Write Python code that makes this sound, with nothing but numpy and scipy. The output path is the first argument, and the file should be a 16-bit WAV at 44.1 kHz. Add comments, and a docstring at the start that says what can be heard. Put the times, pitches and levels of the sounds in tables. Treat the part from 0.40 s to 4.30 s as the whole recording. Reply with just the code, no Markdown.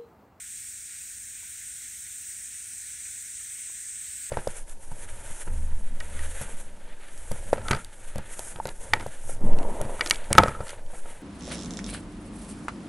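"""Cicadas on a wooded hillside

Many far singers blur into a bright hiss, one near singer buzzes through it, and a few whine. Brief chirps fleck
a deeper wash, higher-pitched insects swell in waves, and below lie a low rumble, a faint hum and soft taps.
The singers are click trains, smeared by echoes or ringing a small body; whines and hum are narrow-band noise,
the rumble is filtered noise, chirps are rising sines, and taps are damped sines. One microphone hears it all."""
import sys
import numpy as np
from scipy import signal
from scipy.fft import rfft, irfft
from scipy.io import wavfile

SR = 44100
rng = np.random.default_rng(int(sys.argv[2]) if len(sys.argv) > 2 else 0)


def wrap_up_sound(samples):
    """Save the sound to the file named by the first command line argument, as 16-bit audio."""
    columns = np.atleast_2d(samples).T
    # keep every value between -1 and 1, then stretch to whole-number steps
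    tamed = np.clip(columns, -1, 1)
    steps = np.round(tamed * 32767).astype(np.int16)
    wavfile.write(sys.argv[1], SR, steps)


N = 171990
CHORUS_CLICKS_PER_S = 480   # mean rate in the far chorus and the deeper wash


def amp(db):
    """Level law: a gain is ten to the power of decibels over twenty."""
    return 10 ** (np.asarray(db) / 20)


def rms_one(x):
    """Normalisation: division by the root mean square gives unit rms."""
    return x / np.sqrt(np.mean(np.abs(x) ** 2) + 1e-20)


def level(rows):
    """Amplitude envelope: gain over time, with decibels interpolated between (time_s, level_db) rows."""
    time_s, level_db = np.transpose(rows)
    return amp(np.interp(np.arange(N) / SR, time_s, level_db))


def colour(x, spectrum):
    """Linear filtering: weight each frequency by the tabled curve, almost nothing outside it; rms 1."""
    curve_hz, curve_db = np.transpose(spectrum)
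    freq_hz = np.arange(len(x) // 2 + 1) * SR / len(x) + 1e-3   # the offset avoids log(0)
    gain_db = np.interp(np.log(freq_hz), np.log(curve_hz), curve_db, left=-99, right=-99)
    return rms_one(irfft(rfft(x) * amp(gain_db), len(x))[:N])


def slow(width_hz):
    """Narrow-band noise: a two-pole resonance at zero frequency smooths complex noise; rms 1."""
    pole = np.exp(-np.pi * width_hz / SR)
    noise = rng.standard_normal(N + SR) + 1j * rng.standard_normal(N + SR)
    smooth = signal.lfilter([1], [1, -2 * pole, pole * pole], noise)
    return rms_one(smooth[SR:])   # the filter settles during the discarded first second


def rings(start_s, gain, hz, t60_s):
    """Damped oscillation: each strike starts a sine that falls by 60 dB in t60_s."""
    start = np.floor(start_s * SR).astype(int)
    out = np.zeros(N + SR)
    span = np.arange(1, int(t60_s * SR) + 2)
    index = start[:, None] + span
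    since_s = index / SR - start_s[:, None]   # keeps strike times finer than one sample
    ring = np.sin(2 * np.pi * hz * since_s) * amp(-60 * since_s / t60_s)
    np.add.at(out, index, gain[:, None] * ring)
    return out[:N]


def crowd(clicks_per_s, spectrum, throb_db, throb_hz, count):
    """Incoherent superposition: ragged click trains, each with its own pitch region, throb and echo path."""
    rate_spread = .12    # between singers, share of the mean rate
    woods_t60_s = .12    # blur of echoes among the trees
    echo_s = np.arange(SR // 2) / SR
    freq_hz = np.arange(1, N // 2 + 2) * SR / N
    edges_hz = [spectrum[1][0], spectrum[-2][0]]
    place = count * np.interp(np.log(freq_hz), np.log(edges_hz), [0, 1])   # position along the pitch regions
    total = 0
    for k in range(count + 1):
        rate = clicks_per_s * (1 + rate_spread * rng.standard_normal())
        throb = amp(throb_db * slow(throb_hz).real)
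        clicks = (rng.random(N) < rate / SR) * throb
        echoes = rng.standard_normal(len(echo_s)) * amp(-60 * echo_s / woods_t60_s)
        path = rfft(echoes, N)
        smear = path / np.abs(path)   # phase alone: echoes smear but do not colour
        region = np.cos(np.pi / 2 * np.clip((place - k) / 2, -1, 1))   # overlaps its neighbours
        total = total + rfft(rms_one(clicks)) * smear * region
    return colour(irfft(total, N), spectrum)


def rumble():
    """Filtered broadband noise: a low-pitched spectrum, as of far wind or traffic."""
    # Rumble spectrum: freq_hz [Hz], density_db [dB per Hz, relative]
    rumble_spectrum = [(16, -38), (28, -3.5), (49, 0.5), (70, 2.5), (173, -11), (241, -10.5), (475, -22.5),
                       (692, -24.5), (785, -27.5), (1200, -37), (1560, -36), (2640, -120)]
    return amp(-62) * colour(rng.standard_normal(N), rumble_spectrum)


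def hum():
    """Amplitude and phase modulation: slow complex noise makes each faint tone waver."""
    # Hum tones: pitch_hz [Hz], level_db [dB, rms of the complex tone; its real part lies about 3 dB lower]
    hum_tones = [(237, -83), (708, -90)]
    width_hz = 3.8
    t = np.arange(N) / SR
    out = 0
    for pitch_hz, level_db in hum_tones:
        tone = np.exp(2j * np.pi * pitch_hz * t)
        out = out + amp(level_db) * (slow(width_hz) * tone).real
    return out


def taps():
    """Impulse response of damped modes: soft hollow taps near the microphone, a short ring over a duller thud."""
    # Taps: start_s [s], level_db [dB, ring amplitude before decay], pitch_hz [Hz], t60_s [s]
    tap_rows = [(1.030, -54, 960, .035), (2.335, -58, 1100, .008), (2.345, -63, 880, .04),
                (2.401, -58, 950, .008), (2.776, -57, 950, .008), (3.009, -54, 1280, .03),
                (3.132, -58, 1250, .01), (3.184, -54, 1080, .012), (3.299, -50, 1010, .016)]
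    thud_hz, thud_t60_s, thud_db = 650, 0.0092, -6.5   # thud level is relative to the ring
    out = 0
    for start_s, level_db, pitch_hz, t60_s in tap_rows:
        start = np.array([start_s])
        ring = rings(start, amp([level_db]), pitch_hz, t60_s)
        thud = rings(start, amp([level_db + thud_db]), thud_hz, thud_t60_s)
        out = out + ring + thud
    return out


def deep_wash():
    """Superposed click trains in a lower band: probably larger singers further off."""
    # Wash spectrum: freq_hz [Hz], density_db [dB per Hz, relative]
    wash_spectrum = [(530, -47), (900, -23.5), (1180, -20), (1460, -4), (1740, -0.5), (2320, 0), (2930, -6),
                     (3910, -4), (4800, -10), (5200, -11.5), (6760, -29), (11400, -120)]
    # Wash envelope: time_s [s], level_db [dB, rms]
    wash_level = [(0.0, -52), (0.44, -55), (0.51, -52), (0.81, -54.5), (1.05, -53), (2.3, -53), (2.39, -54),
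                  (2.43, -52), (3.42, -52.5), (3.9, -51)]
    wash = crowd(CHORUS_CLICKS_PER_S, wash_spectrum, throb_db=2.5, throb_hz=10.1, count=20)
    return level(wash_level) * wash


def flecks():
    """Frequency sweep: brief rising chirps scattered through the deeper wash, like trickling water."""
    # Clearest flecks: centre_s [s], pitch_hz [Hz, at the centre], level_db [dB, peak]
    clear_flecks = [(.55, 2080, -54), (.618, 2600, -54), (.878, 2150, -53), (1.65, 1880, -55),
                    (3.1, 2100, -55)]
    per_s, length_s = 40, .04
    loudest_db, range_db = -60, 10   # random flecks lie up to range_db below the loudest
    low_hz, high_hz = 1460, 2712     # centre pitches of the random flecks
    rise = 0.105                     # sweep either side of the centre pitch, share
    draw = rng.random((400, 3))
    random_s = np.cumsum(-np.log(1 - draw[:, 0])) / per_s   # exponential waits between flecks
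    random_hz = low_hz * (high_hz / low_hz) ** draw[:, 1]
    random_db = loudest_db - range_db * draw[:, 2]
    random_flecks = np.transpose([random_s, random_hz, random_db])[random_s < N / SR]
    out = np.zeros(N + SR)
    u = np.linspace(-1, 1, int(length_s * SR))   # from start to end of one fleck
    for centre_s, pitch_hz, level_db in np.vstack([clear_flecks, random_flecks]):
        start = max(int(centre_s * SR) - len(u) // 2, 0)
        phase = 2 * np.pi * np.cumsum(pitch_hz * (1 + rise * u)) / SR
        out[start:start + len(u)] += amp(level_db) * (1 - u ** 2) ** 2 * np.sin(phase)
    return out[:N]


def high_insects():
    """Superposition under a moving envelope: higher-pitched click trains swell in waves."""
    # High spectrum: freq_hz [Hz], density_db [dB per Hz, relative]
    high_spectrum = [(9500, -29), (10700, -9.5), (11500, -1.5), (13000, 1), (14500, 0), (15800, -1),
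                     (17000, 3.5)]
    # Swells: time_s [s], level_db [dB, rms]
    high_level = [(0.0, -54), (0.29, -54), (0.49, -56.5), (0.59, -55), (0.6, -52.5), (0.79, -55),
                  (1.93, -52.5), (1.95, -55), (2.57, -56), (2.83, -52.5), (2.94, -57), (3.14, -54),
                  (3.24, -57), (3.36, -54.5), (3.58, -58), (3.63, -54), (3.89, -54), (3.9, -54)]
    return level(high_level) * crowd(300, high_spectrum, throb_db=-2.0, throb_hz=6.0, count=10)


def whines():
    """Frequency-shifted narrow-band noise: rough tones glide slowly, most of them upward."""
    # Whines: start_s [s], end_s [s], from_hz [Hz], to_hz [Hz],
    # level_db [dB, rms of the complex tone before fades; its real part lies about 3 dB lower]
    whine_rows = [(.1, 1.9, 5580, 5780, -60), (1.7, 3.6, 5850, 6060, -55), (.4, 1.5, 6680, 6980, -56),
                  (1.4, 2.8, 6930, 6900, -59), (1.15, 2.0, 6280, 6340, -55), (0, .9, 4800, 4650, -66)]
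    width_hz, fade_s = 90, .2
    t = np.arange(N) / SR
    out = 0
    for start_s, end_s, from_hz, to_hz, level_db in whine_rows:
        pitch_hz = np.interp(t, [start_s, end_s], [from_hz, to_hz])
        phase = 2 * np.pi * np.cumsum(pitch_hz) / SR
        fade = np.clip(np.minimum(t - start_s, end_s - t) / fade_s, 0, 1)
        tone = (slow(width_hz) * np.exp(1j * phase)).real
        out = out + amp(level_db) * fade * tone
    return out


def near_singer():
    """Forced resonance: four ribs buckle in turn, and their nearly steady clicks ring the drum."""
    # Near singer's envelope: time_s [s], level_db [dB, on a song of unit rms]
    near_level = [(0, -54), (1.0, -59.5), (1.8, -49), (2.3, -47.5), (3.0, -44.5), (3.5, -41.5), (3.9, -41)]
    # Ribs: lag_us [microseconds from an even beat], level_db [dB, relative]
    ribs = [(0, 0), (-8, -.6), (-14, -1.5), (-6, -1.1)]
    # Drum modes of the body: pitch_hz [Hz], level_db [dB, relative], t60_s [s]
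    drum_modes = [(8230, 33, 0.0064), (7400, -25, 0.002)]
    clicks_per_s = 492.7
    jitter_us, uneven_db = 12, 2.5     # click-to-click deviations
    wander_us, wander_hz = 44, 40      # scale and bandwidth of a slower timing drift
    k = np.arange(int(N / SR * clicks_per_s))
    lag_us, rib_db = np.array(ribs)[k % len(ribs)].T
    chance = rng.standard_normal((len(k), 2))
    drift_us = wander_us * slow(wander_hz).real[k * (N // len(k))]   # read about once per click
    click_s = (k + 1) / clicks_per_s + (lag_us + drift_us + jitter_us * chance[:, 0]) / 1e6
    gain = amp(rib_db + uneven_db * chance[:, 1])
    song = 0
    for pitch_hz, level_db, t60_s in drum_modes:
        song = song + amp(level_db) * rings(click_s, gain, pitch_hz, t60_s)
    small_body = signal.butter(4, [6000, 10000], "band", fs=SR, output="sos")   # radiates its own band only
    return level(near_level) * rms_one(signal.sosfilt(small_body, song))


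def far_chorus():
    """Incoherent superposition: many far singers blur into the bright main band."""
    # Chorus spectrum: freq_hz [Hz], density_db [dB per Hz, relative]
    chorus_spectrum = [(2760, -36), (4700, -24.5), (5540, -13.5), (8420, 0), (9010, -2), (10600, -21),
                       (11000, -23), (14300, -52), (22000, -120)]
    # Chorus envelope: time_s [s], level_db [dB, rms]
    chorus_level = [(0, -40.5), (1, -41), (2, -40.5), (3, -40.5), (3.9, -41)]
    chorus = crowd(CHORUS_CLICKS_PER_S, chorus_spectrum, throb_db=1.5, throb_hz=13.0, count=20)
    return level(chorus_level) * chorus


def scene():
    """Linear superposition: all sources add at one microphone, whose signal fills both channels."""
    background = rumble() + hum() + taps()
    insects = deep_wash() + flecks() + high_insects() + whines() + near_singer() + far_chorus()
    return np.tile(background + insects, (2, 1))


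def record(dry):
    """Band limiting: the microphone loses the deepest bass, and a steep low-pass cuts the top."""
    bass_loss = signal.butter(2, 37.4, "high", fs=SR, output="sos")      # corner in Hz
    top_cut = signal.ellip(14, .5, 52, 15720, fs=SR, output="sos")       # ripple dB, stopband dB, cutoff Hz
    mic = signal.sosfilt(bass_loss, dry)
    return signal.sosfilt(top_cut, mic)


dry = scene()
out = record(dry)
wrap_up_sound(out)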